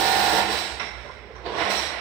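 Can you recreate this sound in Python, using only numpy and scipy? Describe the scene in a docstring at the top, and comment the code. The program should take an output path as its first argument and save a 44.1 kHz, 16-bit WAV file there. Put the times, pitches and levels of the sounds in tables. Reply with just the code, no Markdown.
"""A pressure washer cleans a ceiling air conditioner in a hard-walled room.
Its three-piston pump drones, stops and starts again: a stack of shaft orders over a mains hum.
The jet, in shaped noise, hisses on the coil in surges and drums on the casing; metal parts ring as resonances.
In the pause come clacks, a few soft knocks and a spit of water, as decaying bursts of noise.
A low room rumble and air noise lie under everything."""
import sys
import numpy as np
from scipy import signal
from scipy.fft import rfft, irfft, next_fast_len
from scipy.io import wavfile
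from scipy.ndimage import map_coordinates

SR = 44100
rng = np.random.default_rng(int(sys.argv[2]) if len(sys.argv) > 2 else 0)


def transcribe(signal):
    """Save signal, clipped to [-1, 1], as a 16-bit WAV file at the path in sys.argv[1]."""
    frames = np.atleast_2d(signal).T
    limited = np.clip(frames, -1, 1)
    pcm = np.round(limited * 32767).astype(np.int16)
    wavfile.write(sys.argv[1], SR, pcm)


N = 88464
PISTONS = 3
REAIM_S = 1.4  # the jet is aimed elsewhere from here on

# Pump shaft speed: (time [s], speed [turns per second])
SHAFT_SPEED = [(0, 48.33), (.8, 48.33), (1.44, 36), (1.56, 43), (1.64, 45.5), (2.0, 45.7)]
# Jet on the coil: (time [s], level [dB])
JET_LEVEL = [(0, -25.5), (.39, -25.5), (.44, -31), (.49, -32), (.515, -28.5), (.6, -29), (.72, -37),
             (.93, -53.5), (1.15, -57.5), (1.25, -67.5), (1.42, -66), (1.53, -50.5), (1.6, -40),
             (1.69, -39), (1.705, -28.5), (1.78, -29.5), (1.87, -33.5), (2.0, -51)]
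# Colour of water drumming on the casing: (frequency [Hz], relative density [dB per Hz])
CASING_COLOUR = [(25, -55), (50, -16), (100, -9), (150, -9), (240, -14.5), (330, 0.5), (440, 2),
                 (570, -2.5), (720, -1.5), (1050, -1), (1230, -14.5), (1450, -9.5), (2400, -15.5),
                 (4000, -15.5), (7000, -44), (12000, -70)]
# Colour of the low room rumble: (frequency [Hz], relative density [dB per Hz])
RUMBLE_COLOUR = [(20, -50), (34, -26), (48, -14), (62, 5.5), (78, -4.5), (98, -9.5), (115, -16), (135, -23),
                 (300, -43), (600, -81)]
# Stereo width: (frequency [Hz], left-right likeness [0 to 1])
LIKENESS = [(60, 0.99), (150, 0.93), (380, 0.87), (950, 0.43), (2380, 0.082), (5980, 0.049), (15000, 0.065)]


def amp(db):
    """Decibels to gain."""
    return 10 ** (np.asarray(db) / 20)


def unit(x):
    """Scale to rms 1."""
    return x / np.sqrt(np.mean(x ** 2) + 1e-20)


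def along(points, hz):
    """Read (Hz, value) points on a log frequency axis."""
    f, v = np.transpose(points)
    return np.interp(np.log(hz + 1), np.log(f + 1), v)


def curve(rows):
    """Turn (s, value) points into one value per sample."""
    return np.interp(np.arange(N) / SR, *np.transpose(rows))


def wobble(rate):
    """A smooth random curve with rate knots a second."""
    knots = rng.standard_normal(int(N * rate / SR) + 4)
    return map_coordinates(knots, [np.arange(N) * rate / SR])


def filtered(x, response):
    """Multiply the spectrum of x by a response of frequency."""
    m = next_fast_len(N + SR // 2)
    return irfft(rfft(x, m) * response(np.fft.rfftfreq(m, 1 / SR)), m)[..., :N]


def apart_angle(hz):
    """The phase angle whose cosine is the left-right likeness."""
    return np.arccos(np.clip(along(LIKENESS, hz), -1, 1))


def spread(pair):
    """Mix two unrelated signals to left and right, alike in the bass."""
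    def mid_side_gains(hz):
        turn = apart_angle(hz) / 2
        return np.array([np.cos(turn), np.sin(turn)])
    mid, side = filtered(pair, mid_side_gains)
    return np.array([mid + side, mid - side])


def walls(x, count=16):
    """Early echoes from walls and ceiling ripple the spectrum."""
    echo_gain, longest_s = 0.16, .04
    out = x.copy()
    delays = rng.uniform(.003, longest_s, count)
    gains = echo_gain * rng.choice([-1, 1], count)
    for delay, gain in zip(delays, gains):
        out += gain * np.roll(x, round(delay * SR), axis=-1)
    return out


def rush(colour, grain_db=0):
    """Coloured stereo noise of rms 1; grain_db scatters the sizes of its drops."""
    drops = rng.standard_normal((2, N)) * amp(grain_db * wobble(1000))
    coloured = filtered(walls(drops), lambda hz: amp(along(colour, hz)))
    return unit(spread(coloured))


def ringing(modes, dull_hz):
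    """Stereo noise of rms 1 in a body's resonances, dull above dull_hz."""
    def body(f):
        response = sum(amp(db) * 1j * f * width / (centre * centre - f * f + 1j * f * width)
                       for centre, width, db in modes)
        return response / (1 + (f / dull_hz) ** 4)
    return unit(spread(filtered(rng.standard_normal((2, N)), body)))


def burst(start, rise, t60):
    """An envelope that rises linearly, then falls 60 dB in each t60 seconds."""
    t = np.maximum(np.arange(N) / SR - start, 0)
    return np.minimum(t / rise, 1) * amp(-60 * np.maximum(t - rise, 0) / t60)


def room(x):
    """The room's tail: decaying noise in which each frequency dies at its own speed."""
    # Room decay: (frequency [Hz], T60 [s])
    decay_t60 = [(200, 0.51), (2000, 1.6), (6000, 0.96), (12000, 0.55)]
    hz, t, z = signal.stft(rng.standard_normal((2, SR)), SR, nperseg=256)
    fade = amp(-60 * t / along(decay_t60, hz)[:, None])
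    tail = signal.istft(z * fade, SR, nperseg=256)[1]
    tail = tail / np.linalg.norm(tail[0])
    return spread(signal.fftconvolve(x.mean(0)[None], tail, axes=1)[:, :N])


def pump(angle, waver=0.059, flutter_db=1.4, count=70):
    """Shaft orders, phased as three piston strokes a turn, each wavering a little, plus room tail."""
    # Direct drone: (time [s], level [dB])
    drone_level = [(0, -25.5), (.1, -23), (.25, -22.5), (.41, -22.5), (.47, -32.5), (.58, -35.5), (.7, -45),
                   (.8, -55), (1.43, -87), (1.5, -50), (1.61, -42), (1.73, -35), (1.83, -48), (2.0, -43)]
    # Strong shaft orders: (multiple of shaft speed, relative level [dB])
    strong_orders = [(4, -15), (9, -9), (12, -9), (14, -7), (15, 3.2), (16, 6), (17, 1), (18, -5), (19, 1),
                     (20, -5), (22, -13), (23, -12), (29, -5), (30, -6), (33, -8.5), (35, -11), (36, -7),
                     (37, -5), (38, -7.5), (39, -10), (41, -12), (43, -13)]
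    # All other orders: (frequency [Hz], relative level [dB])
    weak_orders = [(48, -32), (150, -24.5), (350, -19.5), (600, -14), (1250, -30.5), (1900, -35),
                   (2400, -30), (3400, -28)]
    strong = {round(k): db for k, db in strong_orders}
    shaft_hz, out = SHAFT_SPEED[0][1], np.zeros((2, N))
    uneven = .15 * rng.standard_normal(count)  # fixed phase offsets [rad]
    for k in range(1, count):
        db = strong.get(k, along(weak_orders, k * shaft_hz))
        apart = apart_angle(k * shaft_hz) * rng.choice([-1, 1])
        phase = k * angle + 2 * np.pi * k * k / PISTONS + uneven[k] + waver * wobble(14.1)
        out += amp(db + flutter_db * wobble(11.2)) * np.cos(phase + apart * np.array([[1], [0]]))
    drone = unit(out) * amp(curve(drone_level))
    return drone + amp(-17.5) * room(drone)


def motor(waver_db=2):
    """Motor hum: mains lines, slightly unsteady in phase and level."""
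    # Hum: (time [s], level before its waver [dB])
    hum_level = [(0, -45.5), (.12, -49), (.48, -43), (.62, -47), (.8, -77), (1.5, -64), (1.68, -42.5),
                 (1.77, -43.5), (1.86, -65), (2.0, -61)]
    # Mains lines: (frequency [Hz], relative level [dB])
    mains_lines = [(100, -19), (200, 1), (300, -12)]
    t = np.arange(N) / SR
    lines = sum(amp(db) * np.sin(2 * np.pi * hz * t + 0.57 * wobble(6.4)) for hz, db in mains_lines)
    return unit(lines) * amp(curve(hum_level) + waver_db * wobble(14.2))


def spray(angle, throb_db=-0.53, flicker_db=0.55):
    """All the jet's sounds share one throb with the piston strokes and a slight random flicker."""
    throb = amp(throb_db * np.cos(PISTONS * angle) + flicker_db * wobble(70))
    return throb * (hiss() + mist() + splatter() + drumming() + tray() + slaps() + spurt())


def hiss():
    """Turbulent water on the coil: broad noise and the coil's ringing surge together."""
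    # Hiss colour: (frequency [Hz], relative density [dB per Hz])
    hiss_colour = [(30, -35), (300, -9), (900, -6.5), (1900, -1.5), (2900, -2), (3600, -2.5), (3980, 5),
                   (4400, -3.5), (5100, -3), (5700, -7), (6200, -13.5), (7000, -14.5), (8000, -7.5),
                   (9100, -12), (10000, -30), (12000, -36), (15000, -31)]
    # How much further left it sits: (before re-aiming [dB], after [dB])
    left_shift = (2, 0)
    left_db = np.where(np.arange(N) / SR < REAIM_S, *left_shift)
    level_db = curve(JET_LEVEL) + left_db * np.array([[.5], [-.5]])
    return amp(level_db) * (rush(hiss_colour) + coil())


def coil():
    """The coil rings under the jet, with other notes at the second spot."""
    # Modes at the first spot hit: (frequency [Hz], width [Hz], relative level [dB])
    first_modes = [(3430, 21, -5), (3980, 170, -3.5), (4730, 70, -1), (5480, 120, 1)]
    # Modes at the second spot: (frequency [Hz], width [Hz], relative level [dB])
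    second_modes = [(3330, 55, -2), (4140, 160, -2), (5270, 55, -6), (5610, 56, 6.5)]
    # both gains are relative to the hiss
    first = amp(-8.5) * ringing(first_modes, dull_hz=6960)
    second = amp(-4.5) * ringing(second_modes, dull_hz=7000)
    return np.where(np.arange(N) / SR < REAIM_S, first, second)


def mist():
    """Fine mist: a treble spray whose level moves more steeply than the jet's."""
    # Mist colour: (frequency [Hz], relative density [dB per Hz])
    mist_colour = [(6000, -12), (9500, -1.5), (12000, -10.5), (13500, -2), (15200, 3)]
    below_jet_db, growth = -8, 2.15  # offset at the jet's peak; mist dB per jet dB
    jet_db = curve(JET_LEVEL)
    mist_db = jet_db.max() + below_jet_db + growth * (jet_db - jet_db.max())
    return amp(mist_db) * rush(mist_colour, grain_db=-2.0)


def splatter():
    """Scattered water: grainy noise with drops of uneven size."""
    # Splatter: (time [s], level [dB])
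    splatter_level = [(0, -36), (.4, -31), (.55, -31), (.75, -40.5), (1.25, -52.5), (1.43, -63),
                      (1.47, -46.5), (1.56, -44), (1.595, -26.5), (1.72, -29), (1.8, -31.5), (1.89, -35),
                      (1.95, -33), (2.0, -34)]
    # Splatter colour: (frequency [Hz], relative density [dB per Hz])
    splatter_colour = [(30, -58), (300, -34), (600, -1), (950, 0.5), (1250, -7.5), (1430, -3), (1600, -7),
                       (1900, 0), (2500, -5), (3000, -8), (3900, -10.5), (4600, -18), (5500, -12.5),
                       (6400, -39), (8500, -34), (11000, -48), (15000, -39)]
    return amp(curve(splatter_level)) * rush(splatter_colour, grain_db=2.0)


def drumming():
    """Water drums on the casing: grainy noise in the casing's colour, with a little rumble."""
    # Drumming: (time [s], level [dB])
    drum_level = [(0, -28.5), (.2, -31.5), (.4, -29), (.48, -32), (.54, -30.5), (.62, -39), (.75, -42.5),
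                  (.95, -50), (1.25, -69), (1.435, -47), (1.465, -30.5), (1.52, -32.5), (1.6, -28.5),
                  (1.7, -34.5), (1.8, -40), (1.88, -43.5), (1.96, -41.5), (2.0, -61)]
    rumble = amp(-22.5) * rush(RUMBLE_COLOUR)
    return amp(curve(drum_level)) * (rush(CASING_COLOUR, grain_db=2.0) + rumble)


def tray():
    """After re-aiming, water also drums on the drain tray and excites its resonances."""
    # Tray: (time [s], level [dB])
    tray_level = [(1.44, -62), (1.54, -46), (1.61, -30.5), (1.66, -33), (1.72, -32), (1.8, -34.5),
                  (1.86, -41), (1.95, -38.5), (2.0, -39)]
    # Tray modes: (frequency [Hz], width [Hz], relative level [dB])
    tray_modes = [(675, 52, 4.5), (760, 40, -1.5), (986, 32, -0.5), (1070, 38, 5), (1443, 94, -0.5),
                  (1844, 68, 1.5), (2910, 43, -19)]
    return amp(curve(tray_level)) * ringing(tray_modes, dull_hz=3460)


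def slaps():
    """Single heavy slaps of water on the casing: short bursts of very grainy noise."""
    # Slaps: (time [s], level [dB])
    slap_times = [(0.33, -28), (0.394, -30), (1.477, -34), (1.591, -33), (1.699, -28)]
    envelope = sum(amp(db) * burst(s, rise=.001, t60=0.024) for s, db in slap_times)
    return envelope * rush(CASING_COLOUR, grain_db=5.5)


def spurt():
    """The jet spurts as pressure returns: one burst of bright noise."""
    # Spurt colour: (frequency [Hz], relative density [dB per Hz])
    spurt_colour = [(1500, -18), (3200, -18), (4200, 9), (4750, 11), (5200, -29), (7000, -18), (15000, -41)]
    return amp(-42.5) * burst(1.443, rise=0.021, t60=0.23) * rush(spurt_colour, grain_db=3.5)


def handling():
    """Clacks and soft knocks with the room's answer, and a dry spit of water."""
    clack, knock = clacks(), knocks()
    return clack + amp(-3.5) * room(clack) + knock + amp(-9.0) * room(knock) + spit()


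def clacks(rise_s=0.0044):
    """Hard clacks: bursts of noise, each leaving a thin metallic ring."""
    # Clacks: (time [s], level [dB], level of the ring [dB])
    clack_times = [(.795, -27.5, -42), (.853, -50, -45.5)]
    # Clack colour: (frequency [Hz], relative density [dB per Hz])
    clack_colour = [(30, -45), (150, -11), (400, -8), (850, -0.5), (1100, -3.5), (1450, -2), (1700, -5.5),
                    (2100, 1), (2500, -3.5), (3000, -11.5), (3850, -6), (4600, -27), (5150, -19),
                    (5450, -9.5), (6300, -33), (8500, -36), (12000, -52)]
    # Metallic ring: (frequency [Hz], width [Hz], relative level [dB])
    ring_modes = [(5446, 65, 0)]
    hit = sum(amp(db) * burst(s, rise_s, t60=0.32) for s, db, _ in clack_times)
    ring = sum(amp(db) * burst(s, rise_s, t60=0.36) for s, _, db in clack_times)
    return hit * rush(clack_colour, grain_db=1.5) + ring * ringing(ring_modes, dull_hz=8000)


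def knocks(fall_db=10.5):
    """Soft blows on the casing; where each lands decides which modes ring most."""
    # Knocks: (time [s], level [dB], pitch excited most [Hz])
    knock_times = [(1.046, -37, 590), (1.086, -39.5, 1000), (1.165, -55, 1000), (1.215, -52, 600),
                   (1.298, -41, 436)]
    # Casing modes: (frequency [Hz], width [Hz], relative level before the fall-off [dB])
    panel_modes = [(452, 26, 3), (593, 18, 1.5), (702, 22, -1.5), (1010, 81, -0.5), (1410, 42, 2)]
    out = np.zeros((2, N))
    for s, db, main_hz in knock_times:
        # modes lose fall_db per octave away from the main pitch
        modes = [(hz, width, level - fall_db * abs(np.log2(hz / main_hz)))
                 for hz, width, level in panel_modes]
        # soft contact makes the knock dull
        out += amp(db) * burst(s, rise=0.011, t60=0.19) * ringing(modes, dull_hz=2500)
    return out


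def spit():
    """A short spit of water in the pause: one burst of grainy noise."""
    # Spit colour: (frequency [Hz], relative density [dB per Hz])
    spit_colour = [(30, -50), (500, -19), (1000, 7.5), (2100, 6), (2900, -14), (4000, -4), (4800, -20),
                   (5600, -3.5), (6300, -15), (7000, -29), (9000, -28), (12000, -54)]
    return amp(-42) * burst(1.349, rise=0.0075, t60=0.29) * rush(spit_colour, grain_db=3.0)


def background():
    """Steady room rumble and air, both coloured noise."""
    # Air colour: (frequency [Hz], relative density [dB per Hz])
    air_colour = [(25, -42), (100, 2), (250, -6.5), (450, 1), (1000, -9.5), (2200, -8), (3000, -18.5),
                  (4500, -26.5), (5500, -19.5), (6500, -44), (9000, -46), (11000, -66)]
    return amp(-48) * rush(RUMBLE_COLOUR) + amp(-47) * rush(air_colour)


def scene():
    """Pump, motor, spray and handling over the background; one shaft angle drives pump and spray."""
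    angle = 2 * np.pi * np.cumsum(curve(SHAFT_SPEED)) / SR
    return pump(angle) + motor() + spray(angle) + handling() + background()


def record(dry):
    """Lean the stereo image so the right side is louder, and keep nothing above the band limit."""
    # Stereo lean: (frequency [Hz], left minus right gain [dB])
    lean_db = [(60, -14), (110, -15.5), (200, -14.5), (380, -8), (600, -7.5), (780, -6.5), (1000, -8),
               (1400, -14), (2380, -14.5), (4200, -12.5), (5600, -10), (8120, -1), (15000, -5)]
    top_hz = 15600

    def side_gains(hz):
        left = amp(along(lean_db, hz))
        return 2 * np.array([left, np.ones_like(left)]) / (1 + left) * (hz < top_hz)
    return filtered(dry, side_gains)


dry = scene()
out = record(dry)
transcribe(out)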